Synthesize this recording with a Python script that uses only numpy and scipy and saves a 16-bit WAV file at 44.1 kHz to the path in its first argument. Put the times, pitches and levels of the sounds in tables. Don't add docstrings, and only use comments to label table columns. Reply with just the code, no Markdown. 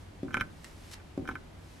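import sys
import numpy as np
from scipy import signal
from scipy.fft import rfft, irfft
from scipy.io import wavfile

SR = 44100
rng = np.random.default_rng(int(sys.argv[2]) if len(sys.argv) > 2 else 0)


def to_wav(sig):
    pcm = np.clip(np.atleast_2d(sig), -1, 1) * 32767
    pcm = np.round(pcm).astype(np.int16)
    wavfile.write(sys.argv[1], SR, pcm.T)


N = 79380

# f/Hz, level/dB
RUMBLE_TONE = [(22, -10.5), (50, -2.5), (90, -4), (130, -11.5), (165, -7), (200, -13.5), (240, -11.5),
               (320, -11.5), (420, -17), (700, -17.5), (1000, -19), (1600, -54)]
# f/Hz, level/dB
HISS_TONE = [(700, -9), (1100, 0.5), (2000, -2), (4000, -9), (8000, -19), (11500, -20.5), (13000, -32),
             (15500, -35)]
# t/s, level/dB
DRONE_LEVEL = [(0.0, -49), (0.264, -56.5), (0.31, -58), (0.416, -47), (0.666, -65), (1.17, -57),
               (1.188, -42.5), (1.322, -63), (1.392, -49.5), (1.8, -61)]
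# t/s, level/dB, bandwidth/Hz, grit level/dB
THUDS = [(0.2313, -19.5, 832, -50), (0.39, -30, 200, -80), (1.177, -19, 1130, -48)]
# f/Hz, level/dB, fade time/s
TABLE_MODES = [(141.5, -21, 0.19), (167, -24, 0.53), (267.8, -14, 0.038), (274.5, -24, 0.14),
               (316, 2.5, 0.014), (394.4, -56, 0.24), (549, -12, 0.037), (760, -21, 0.083),
               (1054, -19, 0.041)]
# t/s, level/dB, bandwidth/Hz, place on the blade (0-1), fade time factor,
# grit level/dB, treble tilt/(dB per octave)
CLACKS = [(0.2806, -26.5, 1310, 1, 1.15, -75, 0), (0.3060, -27, 1510, 1, 1.26, -68, 5),
          (0.3421, -15.5, 6900, 0.98, 0.97, -40.5, 0.5), (0.3689, -15.5, 5000, 0.88, 1.04, -47, -1.5),
          (0.374, -23.5, 3050, 1, 0.88, -55, -1), (0.4090, -18, 6900, 0.99, 1.1, -41, 2),
          (0.999, -41, 2000, 1, 0.93, -73, 11), (1.2523, -27, 1430, 1, 0.96, -66, 4),
          (1.275, -29, 6940, 0.94, 0.79, -54, 5.5), (1.2881, -14, 1860, 1, 0.91, -47.5, -2),
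          (1.311, -30, 3520, 0.88, 0.81, -64, -12), (1.3536, -27, 5970, 0.98, 0.96, -56, -2)]
# f/Hz, level/dB, fade time/s, left over right/dB
SCRAPER_MODES = [(817, -19.5, 0.036, 7.5), (1035, -10.5, 0.027, -2), (1257.5, -8.5, 0.062, -0.5),
                 (1382, -5.5, 0.048, -3), (1538, -1.5, 0.06, 1), (1728, -6.5, 0.06, -1),
                 (1984, -14, 0.034, 5), (2127, -9, 0.024, -10), (2375, -2.5, 0.027, -4),
                 (2660, -12, 0.011, 1), (3082, -7.5, 0.021, 0), (3930, -17.5, 0.014, 2),
                 (5400, -22.5, 0.029, -5), (6330, -24, 0.02, -2)]
# t/s, length/s, level/dB
SKIDS = [(0.329, 0.014, -47), (0.397, 0.01, -40), (1.275, 0.0088, -43.5), (1.303, .024, -50)]
# f/Hz, level/dB
CRACK_TONE = [(600, -8), (2000, 2), (3500, 3), (4600, -4), (5700, 0.5), (7500, -7.5), (9800, -1),
              (12000, -9), (14000, -11), (16000, -15)]
# f/Hz, level/dB, fade time/s
CLINK_MODES = [(9570, -33, .015), (13840, -33, .03)]
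# t/s, level/dB, bandwidth/Hz
BUMPS = [(0.3448, -35, 450), (0.3713, -32.5, 930), (0.4116, -28.5, 430), (1.2895, -33, 660)]
# f/Hz, level/dB, fade time/s
POT_MODES = [(125, -9, 0.061), (242, -1.5, 0.073), (302, -4.5, 0.051), (498, -5, 0.048)]
# t/s, level/dB
STROKE_LEVEL = [(0, -63.5), (.08, -71), (.48, -67.5), (.6, -65), (0.662, -59), (.76, -63), (0.869, -59.5),
                (.905, -58), (.95, -63), (1.0, -69), (1.102, -69.5), (1.56, -70), (1.66, -65),
                (1.731, -62.5), (1.8, -64.5)]
# f/Hz, level/dB
SCRAPE_TONE = [(400, -17), (1000, 0), (1800, 3), (3000, 2), (4700, 1.5), (9000, -2.5), (12000, -6.5),
               (15500, -23.5)]
# t/s, length/s, level/dB
CATCHES = [(0.644, 0.0021, -45), (0.649, 0.0022, -48.5), (0.912, 0.0051, -49.5), (0.92, 0.015, -51),
           (0.933, 0.011, -45.5)]
# f/Hz, level/dB, fade time/s
EDGE_MODES = [(4250, -25, 0.0085), (5210, -20, 0.0087)]
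# f/Hz, level/dB, fade time/s
WALL_MODES = [(1877, -5.5, 0.13), (2030, -0.5, 0.043), (2790, 0, 0.035), (4740, -20, .012),
              (7820, 11.5, .008)]
# left delay/s, right delay/s, level/dB
THUD_ECHOES = [(.0107, .0107, -9), (.0184, .0185, -9.5), (.0218, .0219, -17)]
# left delay/s, right delay/s, level/dB
CLACK_ECHOES = [(.0023, .0027, -11.5), (.0067, .0066, -8), (0.0132, .0131, -18)]
# f/Hz, fade time/s
ROOM_FADE = [(100, 0.93), (300, 0.43), (700, 0.55), (1400, 0.28), (3000, 0.11), (12000, 0.064)]
# f/Hz, likeness (0-1)
LIKENESS = [(30, 0.83), (90, 0.96), (280, 0.54), (600, 0.06), (1500, 0.092), (12000, 0.088)]

TIME = np.arange(N) / SR
FREQS = np.arange(N // 2 + 1) * SR / N


def from_db(db):
    return 10 ** (np.asarray(db) / 20)


def rms_one(x):
    return x / np.sqrt(np.mean(x ** 2) + 1e-20)


def at_hz(points, hz):
    freqs, values = np.transpose(points)
    return np.interp(np.log(np.maximum(hz, 1)), np.log(freqs), values)


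def colour(x, tone):
    bass_fade = np.minimum(FREQS / tone[0][0], 1) ** 2
    return irfft(rfft(x) * from_db(at_hz(tone, FREQS)) * bass_fade, N)


def stereo_noise():
    alike = np.clip(at_hz(LIKENESS, FREQS), 0, 1)
    mid, side = rfft(rng.standard_normal((2, N)))
    return irfft(np.sqrt(1 + alike) * mid + np.sqrt(1 - alike) * side * [[1], [-1]], N) / np.sqrt(2)


def background():
    lowpass = signal.butter(2, 1000, fs=SR, output="sos")
    rumble = rms_one(signal.sosfilt(lowpass, colour(stereo_noise(), RUMBLE_TONE)))
    drone_hz, width_hz = 92.35, 2.9
    narrow_band = rfft(rng.standard_normal(N)) / (1 + (2 * (FREQS - drone_hz) / width_hz) ** 2)
    waver = signal.hilbert(irfft(narrow_band, N))
    drone = rms_one(waver.real / np.sqrt(np.abs(waver) ** 2 + np.mean(waver.real ** 2)))
    drone_level = from_db(np.interp(TIME, *np.transpose(DRONE_LEVEL)) - 2)
    hiss = rms_one(colour(stereo_noise(), HISS_TONE))
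    return from_db(-51) * rumble + drone_level * drone + from_db(-61) * hiss


def contact(start, bandwidth_hz):
    age = np.maximum(TIME - start, 0) * 2 * np.pi * bandwidth_hz
    pulse = age ** 3 * np.exp(-np.minimum(age, 80))
    return pulse / pulse.sum()


def ring(force, modes):
    out = 0
    for hz, db, fade_s in modes:
        decay = np.exp(-np.log(1000) / (fade_s * SR))
        step = 2 * np.pi * hz / SR
        feedback = [1, -2 * decay * np.cos(step), decay * decay]
        out = out + from_db(db) * signal.lfilter([0, np.sin(step)], feedback, force + 1e-18)
    return out


def crack(start, decay_s=0.004):
    age = TIME - start
    return (age >= 0) * np.exp(-np.abs(age) / decay_s)


def echoes(x, paths):
    out = 0
    for left, right, db in paths:
        late = [np.interp(TIME - delay, TIME, side, left=0) for delay, side in zip((left, right), x)]
        out = out + from_db(db) * np.array(late)
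    return out


def room(x, wet_db, onset_s=0.0096):
    noise = rfft(stereo_noise())
    centres_hz = np.geomspace(60, 15360, 9)
    tail = 0
    for hz, share in zip(centres_hz, np.eye(len(centres_hz))):
        band = irfft(noise * np.interp(np.log(FREQS + 1), np.log(centres_hz), share), N)
        tail = tail + band * np.exp(-np.log(1000) * TIME / at_hz(ROOM_FADE, hz))
    tail = tail * np.clip(TIME / onset_s - .5, 0, 1) / np.sqrt(.01 * SR)
    return from_db(wet_db) * signal.fftconvolve(np.atleast_2d(x), tail, axes=1)[:, :N]


def pot_thuds(knock_share_db=-17):
    force = sum(from_db(db) * contact(start, hz) for start, db, hz, _ in THUDS)
    force += sum(from_db(db + knock_share_db) * contact(start, hz) for start, db, hz, *_ in CLACKS)
    bass_cut = signal.butter(2, 162, "high", fs=SR, output="sos")
    thud = signal.sosfilt(bass_cut, ring(force, TABLE_MODES))
    cracks = sum(from_db(db) * crack(start) for start, _, _, db in THUDS)
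    grit = cracks * rms_one(colour(stereo_noise(), HISS_TONE))
    direct = thud * from_db([[.6], [-.6]]) + grit
    return direct + echoes(direct, THUD_ECHOES) + room(thud, wet_db=-6.5)


def knock(start, db, bandwidth_hz, place, fade_factor, tilt_db):
    force = from_db(db) * contact(start, bandwidth_hz)
    loudest_hz = max(SCRAPER_MODES, key=lambda mode: mode[1])[0]
    out = 0
    for k, (hz, mode_db, fade_s, pan_db) in enumerate(SCRAPER_MODES):
        mode = (hz, mode_db + tilt_db * np.log2(hz / loudest_hz), fade_s * fade_factor)
        left_right = from_db([[pan_db / 2], [-pan_db / 2]])
        out = out + np.cos(np.pi * k * place) * left_right * ring(force, [mode])
    return out


def swell(start, length):
    return np.exp(-(2 * (TIME - start) / length - 1) ** 2)


def grains(per_second=7000, spread_db=1.5):
    sizes = from_db(spread_db * np.minimum(rng.exponential(1, N), 4)) * rng.choice([-1, 1], N)
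    return rms_one(sizes * (rng.random(N) < per_second / SR))


def blade_ring(sand):
    jolts = np.diff(sand, prepend=0)
    return rms_one(sum((-1) ** k * ring(jolts, [mode[:3]]) for k, mode in enumerate(SCRAPER_MODES)))


def scraper_clacks():
    knocks = sum(knock(start, db, hz, place, fade, tilt) for start, db, hz, place, fade, _, tilt in CLACKS)
    skids = sum(from_db(db) * swell(start, length) for start, length, db in SKIDS)
    cracks = sum(from_db(grit_db) * crack(start) for start, *_, grit_db, _ in CLACKS)
    crunch = (cracks + from_db(-22) * skids) * rms_one(colour(stereo_noise(), CRACK_TONE))
    grit = crunch + ring(cracks * grains(), CLINK_MODES)
    ringing = from_db(-4) * knocks + skids * blade_ring(grains())
    direct = ringing + grit
    return direct + echoes(direct, CLACK_ECHOES) + room(ringing, wet_db=-19) + room(grit, wet_db=-4)


def pot_bumps():
    force = sum(from_db(db) * contact(start, hz) for start, db, hz in BUMPS)
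    body = ring(force, POT_MODES)
    return body + echoes([body, body], THUD_ECHOES) + room(body, wet_db=-11.5)


def scrape(stereo_width=0.4):
    catches = sum(from_db(db) * swell(start, length) for start, length, db in CATCHES)
    level = from_db(np.interp(TIME, *np.transpose(STROKE_LEVEL))) + catches
    sand = grains() + stereo_width * rng.standard_normal(N) * [[1], [-1]]
    hiss = level * (rms_one(colour(sand, SCRAPE_TONE)) + from_db(-39) * blade_ring(sand))
    direct = hiss + ring(catches * grains(), EDGE_MODES)
    return direct + room(direct, wet_db=-1.5)


def wall_tick():
    force = from_db(-44.5) * contact(start=.6447, bandwidth_hz=10100)
    tick = ring(force, WALL_MODES)
    return tick + echoes([tick, tick], CLACK_ECHOES) + room(tick, wet_db=-19)


def scene():
    return background() + pot_thuds() + scraper_clacks() + pot_bumps() + scrape() + wall_tick()


def record(dry):
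    return signal.sosfilt(signal.ellip(10, .2, 80, 15900, fs=SR, output="sos"), dry)


dry = scene()
out = record(dry)
to_wav(out)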